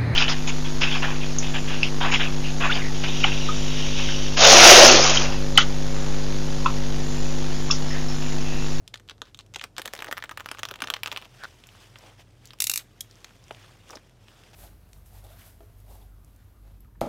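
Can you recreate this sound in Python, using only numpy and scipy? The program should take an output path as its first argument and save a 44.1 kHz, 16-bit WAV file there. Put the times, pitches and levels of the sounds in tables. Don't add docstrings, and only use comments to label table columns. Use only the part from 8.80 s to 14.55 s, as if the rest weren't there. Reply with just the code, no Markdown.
import sys
import numpy as np
from scipy import signal
from scipy.fft import irfft
from scipy.io import wavfile
from scipy.ndimage import uniform_filter1d

SR = 44100
rng = np.random.default_rng(int(sys.argv[2]) if len(sys.argv) > 2 else 0)


def linear_from_db(decibels):
    return 10 ** (np.asarray(decibels, float) / 20)


def store_pcm(level_fs):
    pcm = np.round(np.clip(level_fs, -1, 1) * 32767).astype(np.int16)
    wavfile.write(sys.argv[1], SR, np.atleast_2d(pcm).T)


N = 253575
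CUT_END_S = 2.47


def envelope():
    # (frequency [Hz], t60 [s])
    sheet_decay = [(300, 0.042), (1000, 0.04), (3000, 0.018), (8000, 0.019), (16000, 0.017)]
    # (frequency [Hz], level [dB])
    shake_colour = [(300, -7), (1000, -8), (1600, -9), (3000, -9), (5000, -6), (10000, -5)]
    rows = bursts()
    noises = rng.standard_normal((len(rows), 600))
    trains = np.zeros((11, N))
    for k, row in enumerate(rows):
        start_s = row[0] - .0005
        add(trains[k % len(trains)], start_s, pop(row, noises[k]))
    shaking = np.zeros(N)
    for train in trains:
        response = dying(sheet_decay, start_s=0.001186, lumpy_db=5.2)
        shaking += signal.oaconvolve(train, response)[:N]
    return trains.sum(0) + coloured(shaking, shake_colour)


def bursts():
    # (time [s], # body peak [dB], snap peak
    # [dB], crack peak [dB])
    cell_pops = [(.0782, -65, -28.5, -31), (.142, -28, -20, -29.5), (.1576, -35, -31.5, -39),
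                 (.1753, -52, -38, -42), (.1986, -44, -43, -43), (.279, -55, -47, -47),
                 (.2884, -44, -28.5, -50), (.2972, -35, -23.5, -32.5), (.3098, -37.5, -31.5, -40),
                 (.3132, -37.5, -32, -48), (.381, -53, -48, -51), (.4183, -25, -22.5, -30.5),
                 (.5466, -46, -31, -37), (.5739, -66, -49, -47), (.5904, -40.5, -32, -32),
                 (.6004, -45, -38, -42), (.6088, -68, -36, -45), (.6637, -59, -49, -45.5),
                 (.7394, -42, -35, -31), (.7467, -49, -26.5, -39), (.7614, -28, -20, -25.5),
                 (.787, -57, -46, -39), (.7959, -60, -24.5, -38), (.8142, -31, -23, -32),
                 (.8249, -50, -38, -37), (.8401, -26, -20.5, -23),
                 (0.9665, -36.5, -28.5, -37), (0.975, -46, -35, -44), (0.9823, -22, -20.5, -16),
                  (0.989, -32, -44, -42), (0.9956, -25, -29, -29), (1.0184, -28, -25, -27),
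                  (1.0574, -25.5, -21, -19.5), (1.0771, -32, -23.5, -23), (1.0805, -25, -41, -46),
                  (1.131, -52, -42, -41), (1.136, -24.5, -25.5, -20), (1.152, -30, -31, -28),
                  (1.1647, -35, -31, -34), (1.1911, -28, -26.5, -28), (1.205, -29, -32, -33),
                  (1.2231, -20, -23, -24), (1.245, -26.5, -29, -25.5), (1.2698, -27, -46, -37),
                  (1.284, -28, -38, -40), (1.3132, -20.5, -28, -27), (1.3265, -16.5, -20, -20),
                  (1.37, -28, -31, -37), (1.3748, -22.5, -29, -34), (1.3799, -24.5, -26.5, -26.5),
                  (1.425, -25, -27, -35), (1.4397, -21, -28, -28.5),
                 (1.494, -24, -27, -34), (1.512, -34, -47, -50), (1.5125, -28.5, -33, -31.5),
                   (1.5156, -26.5, -35, -48), (1.5752, -24, -27.5, -27), (1.581, -47, -32, -44),
                   (1.5987, -28.5, -30, -37), (1.606, -26, -27.5, -33), (1.66, -23, -26, -29),
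                   (1.6888, -30, -24, -31), (1.715, -22, -21.5, -23), (1.733, -49, -42, -54),
                   (1.7485, -31.5, -34, -35), (1.786, -32, -33, -33), (1.7925, -27, -29, -28),
                   (1.7964, -32, -28, -32), (1.8328, -19, -17, -20.5), (1.8533, -26.5, -21, -25),
                   (1.888, -32, -28.5, -24.5), (1.912, -24.5, -21.5, -27), (1.9401, -31.5, -30, -31),
                   (1.9586, -36, -29, -35),
                 (2.0045, -32, -27.5, -35), (2.021, -16, -17, -16.5), (2.0393, -45, -19, -48),
                 (2.0425, -22.5, -47, -28), (2.0736, -28, -19, -32), (2.0848, -28, -31, -36),
                 (2.1022, -17, -13, -14), (2.1391, -22, -13.5, -22), (2.1663, -27, -24, -37),
                 (2.2338, -27, -14, -16), (2.2436, -33, -39, -43), (2.2605, -23, -18, -23.5),
                 (2.274, -27, -20.5, -24), (2.2794, -28.5, -24, -34), (2.3166, -33, -17.5, -32),
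                 (2.3232, -29.5, -27, -29), (2.327, -30.5, -22, -30), (2.3629, -30, -19, -33),
                 (2.3739, -29.5, -17, -26.5), (2.416, -44, -36, -44), (2.424, -38.5, -30.5, -41),
                 (2.455, -42, -34.5, -46), (2.637, -25, -27, -31), (2.6445, -28, -31, -41),
                 (2.6515, -47, -34, -53),
                 (0.455, -60, -45, -51), (.5975, -49, -39, -52), (.7886, -55, -43, -50),
              (0.7598, -33, -20.5, -29), (0.833, -54, -50, -53), (1.054, -38, -40, -42),
              (1.177, -39, -34, -37), (1.2011, -52, -41, -52), (1.2534, -50, -34, -54),
              (1.262, -41, -38, -36), (1.288, -54, -37, -37), (1.321, -35, -35, -31), (1.39, -31, -46, -55),
              (1.403, -44, -39, -55), (1.4454, -31, -35, -44), (1.4576, -50, -36, -50),
              (1.521, -37, -40, -40), (1.646, -53, -46, -48), (1.7736, -45, -35, -51),
              (1.899, -40, -46, -54), (1.9078, -38, -34, -54), (1.9554, -39, -43, -55),
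              (1.9906, -42, -37, -49), (2.0245, -46, -25, -32), (2.1392, -26.5, -20, -24.5),
              (2.1627, -35, -32, -39), (2.1906, -43, -48, -51), (2.347, -46, -35, -48),
              (2.4284, -43, -48, -53), (2.441, -59, -42, -56), (2.446, -61, -41, -49),
              (2.4492, -52, -38, -41), (2.649, -48, -33, -48)]
    # (time [s], body [Hz], snap [Hz])
    flap = [(0.1, 1670, 3150), (.55, 1200, 3050), (0.762, 990, 2600), (1.05, 1700, 3300),
            (1.25, 1640, 2620), (1.45, 1550, 3140), (1.6, 1180, 2460), (2.08, 1370, 2880),
            (2.4, 1040, 2570), (2.63, 1300, 3560)]
    # (time [s], snap [Hz], snap peak [dB], crack peak [dB])
    handling_ticks = [(2.839, 2800, -33.5, -52), (2.89, 2700, -36.5, -49), (3.158, 2690, -32, -52),
                      (3.1875, 3320, -51, -35), (3.3975, 2730, -43, -49), (3.6562, 4570, -34, -32),
                      (3.674, 4160, -48, -36), (3.707, 3170, -29.5, -47), (3.7344, 2600, -36.5, -35),
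                      (3.788, 2670, -40, -40), (2.871, 5840, -42, -40), (3.687, 3000, -48, -57),
                      (3.993, 3620, -30, -46), (4.4055, 6160, -47.5, -59), (4.494, 2600, -43, -62),
                      (4.726, 6000, -53, -43), (5.0853, 3000, -49, -45), (5.093, 5200, -40, -56),
                      (5.1185, 5000, -46, -41), (5.1525, 4830, -43, -49), (4.312, 4500, -37, -43),
                      (4.356, 4800, -51, -44), (4.4453, 3920, -26, -29.5), (4.508, 2380, -47, -58),
                      (4.641, 5000, -43, -47), (4.6826, 2480, -42, -44), (4.71, 2600, -27.5, -42),
                      (4.748, 2700, -35.5, -44), (5.1067, 5470, -28, -29), (5.1325, 2080, -47, -60),
                      (5.1562, 4450, -32, -34.5), (5.1716, 3300, -36.5, -45), (5.296, 2200, -52, -54),
                      (5.484, 2980, -41, -54), (5.637, 2590, -40.5, -49), (5.733, 2700, -49, -51)]
    # (time [s], body [Hz], body peak [dB])
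    thuds = [(0.316, 357, -48), (.422, 420, -40), (1.06, 565, -32), (2.025, 241, -39.5), (5.163, 294, -45),
             (.764, 396, -40), (1.137, 570, -28.5), (1.286, 614, -29.5), (1.915, 470, -34),
             (2.9513, 1230, -41), (3.159, 1490, -36.5), (3.706, 1650, -42.5), (3.7354, 1100, -41),
             (4.4461, 1950, -31.5), (4.708, 1400, -30), (4.709, 740, -28.5), (4.71, 452, -32.5),
             (4.7475, 720, -53), (5.099, 1190, -34), (5.1066, 1290, -38), (5.1325, 1190, -36),
             (5.1522, 1130, -40.5), (5.1565, 584, -36.5), (5.171, 1620, -35), (3.2085, 1210, -49),
             (3.235, 1300, -48), (4.508, 1300, -44.5), (4.816, 1200, -47), (5.1125, 515, -38),
             (5.1362, 756, -36), (5.631, 1320, -49.5), (5.484, 1880, -42), (5.733, 670, -48)]
    silent_db = -90
    flap_s, flap_body_hz, flap_snap_hz = np.transpose(flap)
    cells = cell_pops
    scatter = np.exp(.07 * rng.standard_normal((len(cells), 2)))
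    rows = []
    for (s, body_db, snap_db, crack_db), (body_shift, snap_shift) in zip(cells, scatter):
        body_hz = np.interp(s, flap_s, flap_body_hz) * body_shift
        snap_hz = np.interp(s, flap_s, flap_snap_hz) * snap_shift
        rows.append((s, body_hz, body_db, snap_hz, snap_db, crack_db))
    for s, hz, snap_db, crack_db in handling_ticks:
        rows.append((s, hz / 2, silent_db, hz, snap_db, crack_db))
    for s, hz, body_db in thuds:
        rows.append((s, hz, body_db, 2 * hz, silent_db, silent_db))
    return rows


def pop(row, noise):
    # (frequency [Hz], level [dB])
    crack_colour = [(3500, -23.5), (5000, 5), (7000, 1), (8600, -4.5), (10500, -4.5), (15500, -5)]
    pull_start_s, slider_end_s = 1, 4.3
    s, body_hz, body_db, snap_hz, snap_db, crack_db = row
    t = np.arange(len(noise)) / SR

    gentle = 0 < s < pull_start_s or s > slider_end_s
    dull_db = -11.5 * gentle
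    colour = [(hz, db + dull_db * max(np.log2(hz / 8000), 0)) for hz, db in crack_colour]
    crack_shape = swell(t, .0001, 0.00015) + 0.12 * swell(t, 0, 0.0012)
    crack = coloured(noise * crack_shape, colour)

    snap_turns = snap_hz * (t - .00012 * np.exp(-t / .0008))
    snap = np.sin(2 * np.pi * snap_turns + noise[0]) * swell(t, .0001, .56 / snap_hz)
    body_turns = body_hz * (t - 0.43 * 0.00089 * np.exp(-t / 0.00076))
    swing = np.sin(2 * np.pi * body_turns + noise[1]) * swell(t, 0.00035, 0.4 / body_hz)
    body = band(swing, 180, 1470)
    return linear_from_db(crack_db) * peaked(crack) + linear_from_db(snap_db) * peaked(snap) + linear_from_db(body_db) * peaked(body)


def cell_rings():
    # (time [s], peak [dB], pitch [Hz])
    paper_rings = [(0.0767, -41, 3530), (0.1406, -23, 3400), (0.2872, -37, 3550), (0.2957, -54, 1800),
                   (0.2957, -23, 3520), (0.417, -18.5, 3670), (0.5453, -31, 3630), (0.573, -43, 3510),
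                   (0.5891, -23, 4010), (0.745, -18.5, 3770), (0.7597, -21, 3140), (0.7946, -30, 3540),
                   (0.8127, -18.5, 1860), (0.8392, -22, 2540), (0.9652, -32, 3490), (0.9812, -15, 2300),
                   (1.0171, -19, 1780), (1.056, -17.5, 1760), (1.076, -25, 3500), (1.1343, -21, 1790),
                   (1.19, -22, 3650), (1.2228, -22, 1960), (1.2441, -22, 1780), (1.3107, -24, 1800),
                   (1.3248, -12, 1880), (1.3803, -33, 1840), (1.4232, -19, 1820), (1.4923, -25, 1820),
                   (1.5738, -22, 1830), (1.6044, -30, 2460), (1.6584, -31, 1830), (1.687, -29, 2530),
                   (1.714, -21, 3080), (1.832, -16, 3020), (1.852, -19, 3430), (1.886, -23, 2710),
                   (1.9111, -22, 2770), (1.9385, -27, 3330), (2.0043, -21, 2740), (2.019, -10, 2420),
                   (2.0722, -20, 3380), (2.1006, -11, 3280), (2.1385, -10, 3240), (2.1645, -22, 3000),
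                   (2.2328, -15, 2730), (2.2589, -11, 2750), (2.3159, -17, 3230), (2.361, -17, 2680)]
    t60_s, rise_s, lag_s = 0.011, 0.00024, .0009
    t, out = np.arange(900) / SR, np.zeros(N)
    shape = linear_from_db(-9 - 60 * t / t60_s) * (1 - np.exp(-t / rise_s))
    for s, db, hz in paper_rings:
        lower = np.sin(2 * np.pi * hz * t)
        upper = 0.35 * np.sin(2 * np.pi * 1.7 * hz * t)
        add(out, s + lag_s, linear_from_db(db) * shape * (lower + upper))
    return out


def creaks():
    # (end [s], length [s], level [dB])
    strains = [(.142, 0.0042, -34), (0.7496, 0.0071, -36), (0.792, .005, -46), (0.815, .005, -35),
               (0.843, .004, -33), (1.515, 0.0043, -35), (1.576, 0.003, -27), (1.598, .005, -39),
               (1.716, 0.005, -37), (1.746, .004, -40), (4, 0.0058, -37), (1.057, .005, -36),
               (1.205, 0.0048, -36), (1.287, 0.0082, -34)]
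    out = np.zeros(N)
    draws = rng.standard_normal((len(strains), 2, 500))
    for (end_s, length_s, db), (a, b) in zip(strains, draws):
        u = np.arange(len(a)) / SR / length_s
        grains = a * b * swell(u, 0, 0.31) * (u < 1.3)
        add(out, end_s - length_s, linear_from_db(db) * peaked(band(grains, 1500, 3900)))
    return out


def pocket():
    # (time [s], pitch [Hz], level [dB])
    lip_knocks = [
        (2.616, 1480, -42),
        (2.627, 1670, -45),
        (2.6366, 1440, -28.5),
        (2.6438, 1550, -30),
        (2.6472, 1420, -33),
        (2.6529, 1460, -25.5),
    ]
    slip_s, rise_s, fall_s = 2.634, 0.016, 0.004
    air_hz, air_width = 1550, 0.092
    knock_t60_s = .014
    t = np.arange(N) / SR - slip_s
    drag = rng.standard_normal(N) * np.exp(np.where(t < 0, t / rise_s, -t / fall_s))
    air = band(drag, air_hz * (1 - air_width), air_hz * (1 + air_width))
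    out = linear_from_db(-45.5 + 9.5) * peaked(air)
    t = np.arange(1200) / SR
    for s, hz, db in lip_knocks:
        add(out, s, linear_from_db(db - 60 * t / knock_t60_s) * np.sin(2 * np.pi * hz * t))
    return out


def ratchet():
    # (time [s], peak [dB], lead of the first touch [s])
    slider_teeth = [
        (3.8019, -8.5, 0.0017),
        (3.82, -9.5, 0.0012),
        (3.8401, -9, 0.00092),
        (3.8682, -9, 0.0021),
        (3.896, -8.5, 0.0012),
        (3.914, -10, 0.0013),
        (3.9362, -10, 0.0019),
        (3.958, -11, 0.001),
        (3.975, -12.5, 0.00048),
        (3.996, -35, 0.0012),
    ]
    # (frequency [Hz], density [dB per Hz])
    handle_colour = [(350, -33), (600, -46.5), (869, -18), (1750, -18), (2760, 0), (3120, -19),
                     (3830, -2.5), (5120, -8), (5400, -1), (8270, -4), (8990, -6), (11300, -2.5),
                     (16000, -13)]
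    # (frequency [Hz], level [dB], t60 [s])
    blade_modes = [(2800, -9, .02), (3960, -12, .015), (4830, -10, .025), (5440, -9, .025),
                   (5850, -10, .025), (6300, -11, .022), (7300, -11, .02), (8280, -11, .02),
                   (10250, -12, .018), (11020, -11, .02), (11950, -15, .12), (14360, -10, .08)]
    t, hits, rung = np.arange(4000) / SR, np.zeros(N), np.zeros(N)
    for s, db, lead_s in slider_teeth:
        # (delay [s], level [dB], rise [s])
        steps = [(0, -6, .001), (lead_s, 0, .0005), (lead_s + 0.0018, -11, .001), (lead_s + 0.0036, -21, .004)]
        shape = sum(linear_from_db(step_db) * swell(t, at_s, rise_s) for at_s, step_db, rise_s in steps)
        hit = linear_from_db(db) * peaked(rng.standard_normal(len(t)) * shape)
        ring = np.zeros(len(t))
        for hz, mode_db, t60_s in blade_modes:
            level_scatter, pitch_scatter = rng.standard_normal(2)
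            fall = linear_from_db(mode_db + 4 * level_scatter - 60 * t / t60_s)
            ring += fall * np.sin(2 * np.pi * hz * (1 + .002 * pitch_scatter) * t)
        add(hits, s, hit)
        add(rung, s, signal.oaconvolve(hit, ring))
    rattle = evened(coloured(hits, handle_colour))
    return 1.03 * np.std(hits) * (rattle + linear_from_db(-12) * evened(rung))


def latch():
    # (frequency [Hz], level [dB], t60 [s])
    lock_modes = [(3316, 0, .017), (3800, -5, .014), (4300, -9, .012), (5110, -9, .02), (6020, -11, .02),
                  (6940, -8, .02), (7560, -15, .02), (9130, -8, .03), (10870, -11, .025), (11830, -8, .025),
                  (13420, -17, .025), (2400, -6, .006), (1600, -14, .008)]
    # (time [s], ring peak [dB], rattle peak [dB])
    contacts = [
        (4.2056, -65, -40),
        (4.2068, -48, -23),
        (4.2079, -22.5, -29),
        (4.2096, -33, -25),
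    ]
    t, out = np.arange(1500) / SR, np.zeros(N)
    draws = rng.standard_normal((len(contacts), len(t)))
    for (s, ring_db, rattle_db), noise in zip(contacts, draws):
        ring = np.zeros(len(t))
        for k, (hz, db, t60_s) in enumerate(lock_modes):
            ring += linear_from_db(db - 60 * t / t60_s) * np.sin(2 * np.pi * hz * t + 3 * noise[k])
        ring *= np.minimum(t / 0.00096, 1)
        rattle = band(noise * swell(t, 0, 0.00056), 4700, 13600)
        add(out, s, linear_from_db(ring_db) * peaked(ring) + linear_from_db(rattle_db) * peaked(rattle))
    return out


def rubbing():
    # (time [s], level [dB])
    rub_level = [(0, -86), (.4, -91), (.72, -86.5), (.95, -79), (1.05, -63.5), (1.6, -68.5), (2.102, -66.5),
                 (2.5, -60.5), (3.0, -56.5), (3.33, -65.5), (3.5, -66.5), (4.1, -65), (4.45, -58),
                 (4.9, -66), (5.03, -63), (5.22, -64), (5.37, -68.5), (5.5, -58)]
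    # (frequency [Hz], density [dB per Hz])
    rub_colour = [(180, -48.5), (300, -6.5), (537, 0), (614, 0.5), (701, 0), (801, -2.5), (3460, -1.5),
                  (4020, -9), (5160, -4.5), (6850, -7.5), (11500, -12), (16000, -17)]

    def colour(hz, t):
        swipe_db, swipe_body_db = pressure(t)
        patches = rng.standard_normal((len(t), len(hz)))
        patches = uniform_filter1d(uniform_filter1d(patches, 12, 0), 4, 1).T
        flicker = uniform_filter1d(rng.standard_normal(len(t)), 4)
        tilt_db = -3 - 0.14 * swipe_db
        bright = tilt_db * np.clip(np.log2((hz + 1) / 4000), 0, 1.5)
        body_db = np.where(t < CUT_END_S, 10.5, 0) + swipe_body_db
        body = body_db * np.clip(np.log2(1500 / (hz + 1)), 0, 1)
        return read(rub_colour, hz) + bright + body + 2.0 * evened(patches) + 1.7 * evened(flicker)

    t = np.arange(N) / SR
    s, level_db = np.transpose(rub_level)
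    loudness = linear_from_db(np.interp(t, s, level_db) + pressure(t)[0] + 1.5)
    return loudness * (evened(field(colour, size=256)) + crackle(t))


def pressure(t):
    # (centre [s], length [s], rise [dB], extra low body [dB])
    swipes = [(0.478, 0.15, 28.5, -17), (0.841, 0.061, 37, -2), (0.991, 0.065, 29, 2),
              (1.222, 0.24, 7, 5.5), (1.757, 0.41, 7, -7), (2.085, 0.31, 7.5, 7.5), (2.337, 0.25, 8.5, 1),
              (2.624, 0.28, 7.5, 0.5), (3.04, 0.14, 5, 0.5), (3.267, 0.29, 10.5, 7),
              (3.404, 0.077, 12.5, 2.5), (3.667, 0.18, 7.5, -7.5), (3.999, 0.088, 15, -2),
              (4.847, 0.52, 10.5, 2), (5.123, 0.2, 11.5, 5.5), (5.76, 0.07, 16, 4)]
    total = 0
    for s, length_s, *rises_db in swipes:
        hump = np.cos(np.pi * np.clip((t - s) / length_s, -.5, .5)) ** 2
        total = total + np.outer(rises_db, hump)
    return total


def crackle(t):
    rate_hz, kinds = 520, 8
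    draws, out = rng.random((N, 2)), np.zeros(N)
    happens = draws[:, 0] < rate_hz / SR
    size = linear_from_db(-3.5 * np.maximum(np.log(draws[:, 1] + 1e-9), -2.5)) * happens
    kind = rng.integers(0, kinds, N)
    for k in range(kinds):
        body_hz, snap_hz = rng.uniform([900, 2400], [1900, 4500])
        tiny = pop((0, body_hz, -4, snap_hz, 0, -9), rng.standard_normal(600))
        out += signal.oaconvolve(size * (kind == k), tiny)[:N]
    return evened(out) * linear_from_db(np.where(t < CUT_END_S, -1, -13))


def room(x):
    # (frequency [Hz], t60 [s])
    room_decay = [(300, 0.13), (1300, 0.11), (4000, 0.14), (12000, 0.14)]
    turn = 2 * np.pi * 7 * np.arange(N) / SR
    out = np.zeros(N)
    for k in range(3):
        share = np.sqrt(2 / 3) * np.cos(turn + k * np.pi / 3)
        out += signal.oaconvolve(x * share, dying(room_decay, start_s=.006, lumpy_db=1.3))[:N]
    return out


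def hum():
    # (frequency [Hz], width [Hz], level [dB])
    motor_lines = [(41, .3, -63.5), (63, 2.3, -72.5), (83.3, 9.6, -66), (103.2, 4.4, -62),
                   (121.5, 6.4, -63.5), (158.5, 49, -70)]
    grid_hz = np.fft.rfftfreq(N, 1 / SR)
    a, b = rng.standard_normal((2, len(grid_hz)))
    hz, _, db = motor_lines[0]
    out = linear_from_db(db + 3) * np.sin(2 * np.pi * hz * np.arange(N) / SR)
    for hz, width_hz, db in motor_lines[1:]:
        line = irfft((a + 1j * b) * np.exp(-((grid_hz - hz) / width_hz) ** 2), N)
        out += linear_from_db(db) * evened(line)
    return out


def hiss():
    # (frequency [Hz], density [dB per Hz])
    hiss_colour = [(76, -27), (130, -6.5), (166, -4), (264, -4), (559, -9.5), (1090, -19), (3070, -28),
                   (4420, -28.5), (5090, -26.5), (15200, -39), (16500, -62.5)]
    return linear_from_db(-59.5 - 3.5) * evened(field(lambda hz, t: read(hiss_colour, hz) + 0 * t, size=1024))


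def dying(decays, start_s, lumpy_db):
    lumps = evened(uniform_filter1d(rng.standard_normal(SR // 2), size=24))
    noise = rng.standard_normal(SR // 2) * linear_from_db(lumpy_db * lumps)
    hz, t, z = signal.stft(noise, SR, nperseg=128)
    fall = linear_from_db(-60 * t / read(decays, hz)[:, None])
    tail = signal.istft(z * fall, SR, nperseg=128)[1]
    tail = np.concatenate([np.zeros(max(round(start_s * SR), 1)), tail])
    return tail / np.linalg.norm(tail)


def field(level_db, size):
    hz = np.fft.rfftfreq(size, 1 / SR)[:, None]
    t = np.arange(4 * N // size + 5) * size / 4 / SR
    a, b = rng.standard_normal((len(t), len(hz), 2)).T
    spectra = (a + 1j * b) * linear_from_db(level_db(hz, t))
    return signal.istft(spectra, nperseg=size, noverlap=size - size // 4)[1][:N]


def swell(t, start_s, rise_s):
    u = np.maximum(t - start_s, 0) / rise_s
    return u * np.exp(1 - u)


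def coloured(x, points):
    gains = linear_from_db(read(points, np.fft.rfftfreq(256, 1 / SR)))
    taps = np.fft.fftshift(irfft(gains))
    return signal.oaconvolve(x, taps * np.hanning(len(taps)), "same")


def band(x, lo_hz, hi_hz):
    sos = signal.butter(2, [lo_hz, min(hi_hz, SR / 2.2)], "bandpass", fs=SR, output="sos")
    return signal.sosfilt(sos, x)


def read(points, hz):
    f, value = np.transpose(points)
    return np.interp(np.log(hz + 1), np.log(f + 1), value)


def evened(x):
    return x / np.sqrt(np.mean(x ** 2) + 1e-20)


def peaked(x):
    return x / (abs(x).max() + 1e-20)


def add(mix, s, sound):
    part = mix[max(round(s * SR), 0):][:len(sound)]
    part += sound[:len(part)]


def scene():
    # (delay [s], level [dB])
    echoes = [
        (.0021, -28.5),
        (.0033, -16),
    ]
    near = envelope() + ratchet() + latch() + cell_rings()
    early = near.copy()
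    for s, db in echoes:
        add(early, s, linear_from_db(db) * near)
    wet = linear_from_db(-16.5) * room(near)
    return (early + wet + rubbing() + hum() + hiss() + pocket() + creaks())[None]


def band_limit(x):
    return signal.sosfilt(signal.butter(12, 16830, fs=SR, output="sos"), x)


def record(dry):
    edge = signal.firwin(63, 16000, fs=SR)[None]
    mix = signal.oaconvolve(dry, edge, "same")
    return band_limit(mix)


dry = scene()
out = record(dry)
store_pcm(out)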